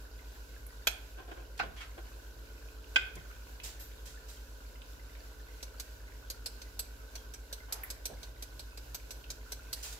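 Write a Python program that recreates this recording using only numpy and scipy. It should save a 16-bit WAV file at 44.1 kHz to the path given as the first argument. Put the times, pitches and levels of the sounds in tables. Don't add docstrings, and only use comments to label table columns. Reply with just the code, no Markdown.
import sys
import numpy as np
from scipy import signal
from scipy.fft import rfft, irfft, next_fast_len
from scipy.io import wavfile
from scipy.ndimage import uniform_filter1d, map_coordinates

SR = 44100
rng = np.random.default_rng(int(sys.argv[2]) if len(sys.argv) > 2 else 0)


def master(y):
    cut = np.clip(np.atleast_2d(y).T, -1, 1)
    pcm = np.round(cut * 32767)
    wavfile.write(sys.argv[1], SR, pcm.astype(np.int16))


N = 440559
T = np.arange(SR // 2) / SR
TOP_HZ = 15700


def amp(db):
    return 10 ** (np.asarray(db) / 20)


def unit(x):
    return x / np.sqrt(np.mean(x ** 2) + 1e-20)


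def along(points, hz):
    f, v = np.transpose(points)
    return np.interp(np.log(hz + 1), np.log(f + 1), v)


def colour(points):
    return lambda hz: amp(along(points, hz))


def body(peaks):
    def response(f):
        total = 0
        for k, (centre_hz, width_hz, db) in enumerate(peaks):
            damping = 1j * f * width_hz
            total = total + (-1) ** k * amp(db) * damping / (centre_hz ** 2 - f * f + damping)
        return total
    return response


def causal(spectrum):
    cepstrum = irfft(np.log(colour(spectrum)(np.fft.rfftfreq(len(T), 1 / SR))))
    return np.exp(rfft(cepstrum * 2 * (T < T[-1] / 2)) - cepstrum[0])


def filtered(x, response):
    n = x.shape[-1]
    m = next_fast_len(n + SR // 8)
    return irfft(rfft(x, m) * response(np.fft.rfftfreq(m, 1 / SR)), m)[..., :n]


def wobble(knots_per_s):
    knots = rng.standard_normal(int(N * knots_per_s / SR) + 4)
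    return map_coordinates(knots, [np.arange(N) * knots_per_s / SR])


def fade(t60_s):
    return np.exp(-np.log(1000) * T / max(t60_s, 1e-4))


def add(track, start_s, sound):
    part = track[:, max(round(start_s * SR), 0):][:, :sound.shape[-1]]
    part += sound[..., :part.shape[1]]


# f/Hz, correlation
STEREO_LIKENESS = [(60, 1), (130, 0.62), (300, 0.51), (650, 0.35), (1400, 0), (15000, 0.036)]


def noise(response, size):
    def mid_side(hz):
        angle = np.arccos(np.clip(along(STEREO_LIKENESS, hz), -1, 1)) / 2
        return response(hz) * np.array([np.cos(angle), np.sin(angle)])
    mid, side = filtered(rng.standard_normal((2, size)), mid_side)
    return unit(np.array([mid + side, mid - side]))


def stroke(response, length_s, grit_db=0.5):
    u = T / (length_s / 3)
    roughness = unit(uniform_filter1d(rng.standard_normal(len(T)), size=90))
    grit = unit(amp(grit_db * roughness))
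    return u * np.exp(1 - u) * grit * noise(response, len(T))


def rub(hz, length_s):
    return stroke(lambda f: body([(hz, hz * 1.6, 0)])(f) ** 2, length_s)


# f/Hz, t60/s
KITCHEN_T60 = [(150, 0.92), (1500, 0.55), (3000, 0.403), (7000, 0.3), (14000, 0.259)]


def in_room(x, wet_db):
    hz, t, z = signal.stft(rng.standard_normal((2, len(T))), SR, nperseg=256)
    decay = np.exp(-np.log(1000) * t / along(KITCHEN_T60, hz)[:, None])
    tail = signal.istft(z * decay, SR, nperseg=256)[1]
    tail = tail / np.linalg.norm(tail[0])
    return x + amp(wet_db) * signal.fftconvolve(x, tail, axes=1)[:, :x.shape[1]]


# t/s, level/dB
SIEVE_TAPS = [(5.6275, -34.5), (5.798, -32), (6.3005, -30.5), (6.4594, -28.5), (6.6167, -40.5),
              (6.792, -26.5), (7.154, -35.5), (7.3374, -38.5), (7.527, -32), (7.7238, -25), (7.9022, -31),
              (8.055, -27.5), (8.2299, -38.5), (8.4235, -34), (8.5937, -36.5), (8.774, -39),
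              (8.9453, -30.5), (9.1068, -34.5), (9.3026, -31.5), (9.5198, -30.5), (9.7291, -26.5)]
# f/Hz, width/Hz, level/dB
SIEVE_FRAME = [(2316, 386, -10.5), (4280, 700, 0), (5125, 393, 0.5), (6000, 460, 2), (6390, 434, 0),
               (7955, 200, 2.5), (9040, 400, -11), (10402, 212, -2), (12086, 460, -1), (12607, 320, 0.5),
               (14400, 270, -9.5)]
# f/Hz, level/dB
SUGAR_HISS = [(400, -25), (650, -3), (900, -6), (1260, -8.5), (1520, -5.5), (1800, -4.5), (2660, -2.5),
              (7320, 1), (8860, -5.5), (12100, -5.5), (15500, -8)]
ORDINARY_TAP_DB, CHATTER_S = -31, 0.014
BRIGHTEN_DB_PER_OCT_PER_DB, MAX_BRIGHTEN_DB_PER_OCT = 0.67, 1.92
THUD_GROWTH_DB_PER_DB = 0.4


def sieve(snap_db=-5, thud_db=-14, mesh_db=-9):
    out = np.zeros((2, N))
    for s, db in SIEVE_TAPS:
        harder_db = db - ORDINARY_TAP_DB
        tilt_db = min(BRIGHTEN_DB_PER_OCT_PER_DB * harder_db, MAX_BRIGHTEN_DB_PER_OCT)
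        frame = body([(hz * (1 + 0.022 * rng.normal()), width_hz, level_db + 2 * rng.normal())
                      for hz, width_hz, level_db in SIEVE_FRAME])
        metal = noise(lambda hz: frame(hz) * amp(tilt_db * np.log2(hz + 1000)), len(T))
        mesh = amp(mesh_db) * noise(colour(SUGAR_HISS), len(T))
        thud_body = body([(507, 200, -1.0), (1615, 54, -0.96)])
        thud = amp(thud_db - (1 - THUD_GROWTH_DB_PER_DB) * harder_db) * noise(thud_body, len(T))
        chatter = np.exp(-(T / CHATTER_S) ** 1.53)
        snap = amp(snap_db) * fade(0.0011)
        tap = (metal + mesh + thud) * (chatter + snap)
        add(out, s, amp(db - 5.5) * in_room(tap, wet_db=-11))
    return out


def clink(hz=1900, ring_db=-39, tick_hz=12500, tick_db=-38):
    out = np.zeros((2, N))
    tick = noise(lambda f: body([(tick_hz, 5000, 0)])(f) ** 2, len(T)) * fade(0.074)
    rim = noise(lambda f: body([(hz, 600, 0)])(f) ** 2, len(T)) * fade(0.054)
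    add(out, 7.8345, amp(tick_db) * tick + amp(ring_db) * rim)
    return in_room(out, wet_db=-8)


def ring(modes):
    out = 0
    for hz, db, t60_s in modes:
        phase_turns = rng.random((2, 1))
        tone = np.sin(2 * np.pi * (hz * T + phase_turns))
        out = out + amp(db + rng.normal()) * fade(t60_s) * tone
    return out


def blow(spectrum, modes, hold_s, t60_s, ring_db):
    shape = np.minimum(fade(t60_s) * np.exp(np.log(1000) * hold_s / t60_s), 1)
    force = rfft(rng.standard_normal((2, len(T))) * shape)
    force /= np.sqrt(uniform_filter1d(np.abs(force) ** 2, size=50) + 1e-12)
    clack = unit(irfft(force * causal(spectrum))) * np.sqrt(np.mean(shape ** 2))
    clack = clack * (T < T[-1] / 2)
    onset = 1 - np.exp(-T / 0.00037)
    return (clack + amp(ring_db) * ring(modes)) * onset


# f/Hz, level/dB
RIM_CONTACT = [(150, -25), (500, -12.5), (750, -7.5), (1150, -18), (1520, -3.5), (1950, -16), (2480, 2.5),
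               (2820, -13.5), (3240, 1.5), (3700, -11), (4200, -7), (5700, -18.5), (6450, -8),
               (7500, -15.5), (9300, -26), (11900, -18), (13300, -24), (14500, -23.5), (15500, -30.5)]
ROCK_CONTACT = [(59, -38.5), (100, -10), (595, -17), (772, 3), (906, -6), (1300, -8.5), (1490, 6),
                (1620, -9.5), (2890, -11.5), (3140, -28), (4150, -15.5), (7720, -39.5), (8540, -54.5),
                (12000, -38), (15600, -70), (22000, -120)]
WALL_CONTACT = [(150, -34), (430, -16.5), (700, -17.5), (1000, -20.5), (1300, -17), (1530, 3.5),
                (1760, -20), (2480, -3), (2780, -11), (3280, -3.5), (3750, -16.5), (4300, -24),
                (4820, -15.5), (6000, -30), (7200, -23), (9600, -44.5), (14000, -41.5)]
# f/Hz, level/dB, t60/s
SPOON_MODES = [(2344, -7, 0.1), (2520, -13, .14), (3348, -16, .2), (5588, -10, 0.15), (8510, -12, 0.214),
               (11900, 4, 0.079), (14300, -15.5, 0.104)]
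JAR_MODES = [(760, -22, 0.15), (1473.5, 1, .1), (1545, -9, 0.32), (2040, -8.5, 0.17), (2493, 10, .066),
             (2567, -22, .3), (2720, -16, 0.3), (3250, -19, 0.174)]


def jar():
    out = np.zeros((2, N))
    rim = blow(RIM_CONTACT, SPOON_MODES, hold_s=0.0048, t60_s=0.0424, ring_db=-10.5)
    add(out, .8702, amp(-20.5) * in_room(rim, wet_db=-12.5))
    rock = blow(ROCK_CONTACT, JAR_MODES, hold_s=0.006, t60_s=0.096, ring_db=-17)
    add(out, 1.597, amp(-27.5) * in_room(rock, wet_db=-17.5))
    wall = blow(WALL_CONTACT, JAR_MODES, hold_s=0.00455, t60_s=0.033, ring_db=-9.5)
    add(out, 2.9592, amp(-18.0) * in_room(wall, wet_db=-9.5))
    return out


# t/s, level/dB, length/s
SPOON_DIGS = [(1.171, -50, 0.052), (1.276, -51, .035), (1.312, -43, 0.017), (1.361, -51.5, 0.065),
              (1.626, -42.5, .037), (1.976, -47, 0.0254), (3.163, -47, 0.015)]
# f/Hz, width/Hz, level/dB
JAR_HOLLOW = [(357, 74, 6), (736, 115, 2), (1049, 62, 2), (1555, 158, 0.5), (2320, 400, -8.5),
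              (3120, 700, -10.5)]
# t/s, level/dB, f/Hz, length/s
SPOON_RUBS = [(1.576, -50.5, 3840, 0.0123), (1.761, -52, 2070, 0.051), (1.801, -45, 1724, 0.043),
              (3.153, -49.5, 5860, .0105), (7.679, -53, 900, 0.183)]
# t/s, level/dB
HOB_BUMPS = [(1.642, -51), (3.15, -53), (8.11, -53)]
BUMP_HZ, BUMP_S = 88, 0.054
SLIPS_PER_S, SLIP_DB = 120, 2


def scrapes():
    out = np.zeros((2, N))
    for s, db, length_s in SPOON_DIGS:
        add(out, s, amp(db) * stroke(body(JAR_HOLLOW), length_s))
    out = out * unit(amp(SLIP_DB * wobble(SLIPS_PER_S)))
    for s, db, hz, length_s in SPOON_RUBS:
        add(out, s, amp(db) * rub(hz, length_s))
    for s, db in HOB_BUMPS:
        add(out, s, amp(db) * rub(BUMP_HZ, BUMP_S))
    add(out, 1.591, amp(-39) * rub(hz=1800, length_s=0.0096))
    hollow_bump = stroke(lambda f: body([(520, 330, 0)])(f) ** 2, 0.044)
    add(out, 8.095, amp(-48.5) * hollow_bump)
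    rim_song = stroke(body([(3220, 57, 0)]), 0.044)
    add(out, 1.775, amp(-53) * rim_song)
    return in_room(out, wet_db=-8.5)


# t/s, level/dB, t60/s
SUGAR_SLIDES = [(3.633, -39.5, 0.26), (3.795, -49.5, 0.252), (4.053, -48.5, 0.34), (4.282, -50.5, 0.35),
                (9.755, -51.5, 0.59), (9.826, -40, 0.37), (9.924, -37.5, 0.06)]
SLIDE_RISE_S = .004


def sugar(wire_hz=12350, wire_db=-45):
    out = np.zeros((2, N))
    rise = 1 - np.exp(-T / SLIDE_RISE_S)
    for s, db, t60_s in SUGAR_SLIDES:
        add(out, s, amp(db) * noise(colour(SUGAR_HISS), len(T)) * rise * fade(t60_s))
    wire = noise(body([(wire_hz, 70, 0)]), len(T)) * rise * fade(0.2)
    add(out, 3.795, amp(wire_db) * wire)
    return in_room(out, wet_db=-1.5)


def bubbles(pitch_hz, spread, cycles, scatter_db, count):
    t = T[:SR // 100]
    when, pitch, size, left, right = rng.random((count, 5)).T[:, :, None]
    hz = np.minimum(pitch_hz * np.exp(spread * (2 * pitch - 1)), TOP_HZ)
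    level = amp(-scatter_db * np.log(size * .99 + .01))
    life = level * np.exp(-t * hz / cycles)
    at = ((when * N).astype(int) + np.arange(len(t))).ravel()
    channels = []
    for lag in (left, right):
        bursts = life * np.sin(2 * np.pi * (hz * t + lag))
        channels.append(np.bincount(at, bursts.ravel(), N)[:N])
    return unit(np.array(channels))


def pop(db, hz):
    return amp(db) * noise(lambda f: body([(hz, hz / 2.5, 0)])(f) ** 2, len(T)) * fade(0.033)


# t/s, level/dB, f/Hz
BIG_POPS = [(.666, -47, 11500), (3.312, -46, 1550), (3.6, -42, 2730), (4.818, -46.5, 2900),
            (5.151, -49, 2130), (9.241, -45, 2800)]
POP_DB, POP_SCATTER_DB, POP_HZ, POP_SPREAD_OCT = -53, 3, 2200, 0.24


def popping(count):
    out = np.zeros((2, N))
    for s, db, hz in BIG_POPS:
        add(out, s, pop(db, hz))
    for k, (when, size, pitch) in enumerate(rng.random((count, 3))):
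        db = POP_DB + POP_SCATTER_DB * (2 * size - 1)
        hz = POP_HZ * 2 ** (POP_SPREAD_OCT * (2 * pitch - 1))
        add(out, (k + when) / count * N / SR, pop(db, hz))
    return out


# f/Hz, level/dB
FIZZ_SPECTRUM = [(410, -17), (700, -18.5), (884, -18), (968, -6.5), (1220, -19.5), (1520, -1), (1850, -18),
                 (2840, -11), (3360, -17), (3630, -13.5), (4130, -13), (7600, -15.5), (8760, -24.5),
                 (11800, -15.5), (15500, -20)]
# f/Hz, width/Hz, level/dB
PAN_MODES = [(432, 78, -4), (993, 150, -9), (1490, 55, 0), (2950, 500, -40)]
SIMMER_DB, SIMMER_DRIFT_DB = -62.5, .4


def frying():
    simmer = amp(SIMMER_DB + SIMMER_DRIFT_DB * wobble(2.12))
    fizz = amp(3.5 + 1.1 * wobble(12)) * noise(colour(FIZZ_SPECTRUM), N)
    crackle = amp(-8.5) * bubbles(pitch_hz=7185, spread=0.786, cycles=6.5, scatter_db=2.0, count=3000)
    plops = amp(-6) * bubbles(pitch_hz=2603, spread=0.706, cycles=11.0, scatter_db=3.5, count=700)
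    drive = bubbles(pitch_hz=1340, spread=0.82, cycles=1.18, scatter_db=2.5, count=2500)
    pan = amp(-2.5) * unit(filtered(drive, body(PAN_MODES)))
    bursts = simmer * (crackle + plops + pan) + popping(count=14)
    return simmer * fizz + in_room(bursts, wet_db=-4)


# f/Hz, level/dB rms
MOTOR_HUMS = [(48.676, -51.2), (56.667, -51.7)]
# shaft order, level/dB rms
SHAFT_ORDERS = [(10, -76.5), (11, -76.5), (12, -73), (14, -77), (16, -78), (17, -77.5), (18, -70),
                (19, -80.5), (21, -78.5), (22, -79), (23, -79.5), (26, -76)]
# f/Hz, level/dB rms
LOW_HUM = [(93.8, -71.5)]
# f/Hz, level/dB
FAN_AIR = [(15, -8), (30, -15), (42, 1), (60, 3.5), (80, 0), (100, 1.5), (125, -2), (155, -14),
           (230, -10.5), (400, -11), (560, -10), (750, -22), (1200, -25.5), (2500, -73.5)]


def machines(in_step_s=0.03528):
    t = np.arange(N) / SR
    hum = sum(amp(db) * np.cos(2 * np.pi * hz * (t - in_step_s)) for hz, db in MOTOR_HUMS)
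    shaft_hz = MOTOR_HUMS[0][0] / 2
    tones = [(round(order) * shaft_hz, db) for order, db in SHAFT_ORDERS] + LOW_HUM
    wavering = np.zeros(N)
    for hz, db in tones:
        level = amp(db + 2.0 * wobble(1.86))
        wavering += level * np.sin(2 * np.pi * (hz * t + rng.random()) + 1.3 * wobble(6))
    air = amp(-59.5) * noise(colour(FAN_AIR), N)
    return np.sqrt(2) * (hum + wavering) + air


def element(on_s=8.1, mains_hz=60):
    t = np.arange(N) / SR
    switch = np.clip((t - on_s) * 20, 0, 1)
    return amp(-64.5) * switch * np.sin(2 * np.pi * 2 * mains_hz * t)


# f/Hz, left minus right level/dB
STEREO_BALANCE = [(60, -.5), (300, -1.03), (1300, -0.5), (4400, -3), (15000, -3)]


def scene():
    jar_blows = jar() * amp([[-1], [.7]])
    handling = sieve() + clink() + jar_blows + scrapes() + sugar()
    stove = handling + frying() + machines() + element()
    return filtered(stove, lambda hz: amp(np.outer([.5, -.5], along(STEREO_BALANCE, hz))))


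def record(dry):
    return filtered(dry, lambda hz: 1 / (1 + (hz / TOP_HZ) ** 160))


dry = scene()
out = record(dry)
master(out)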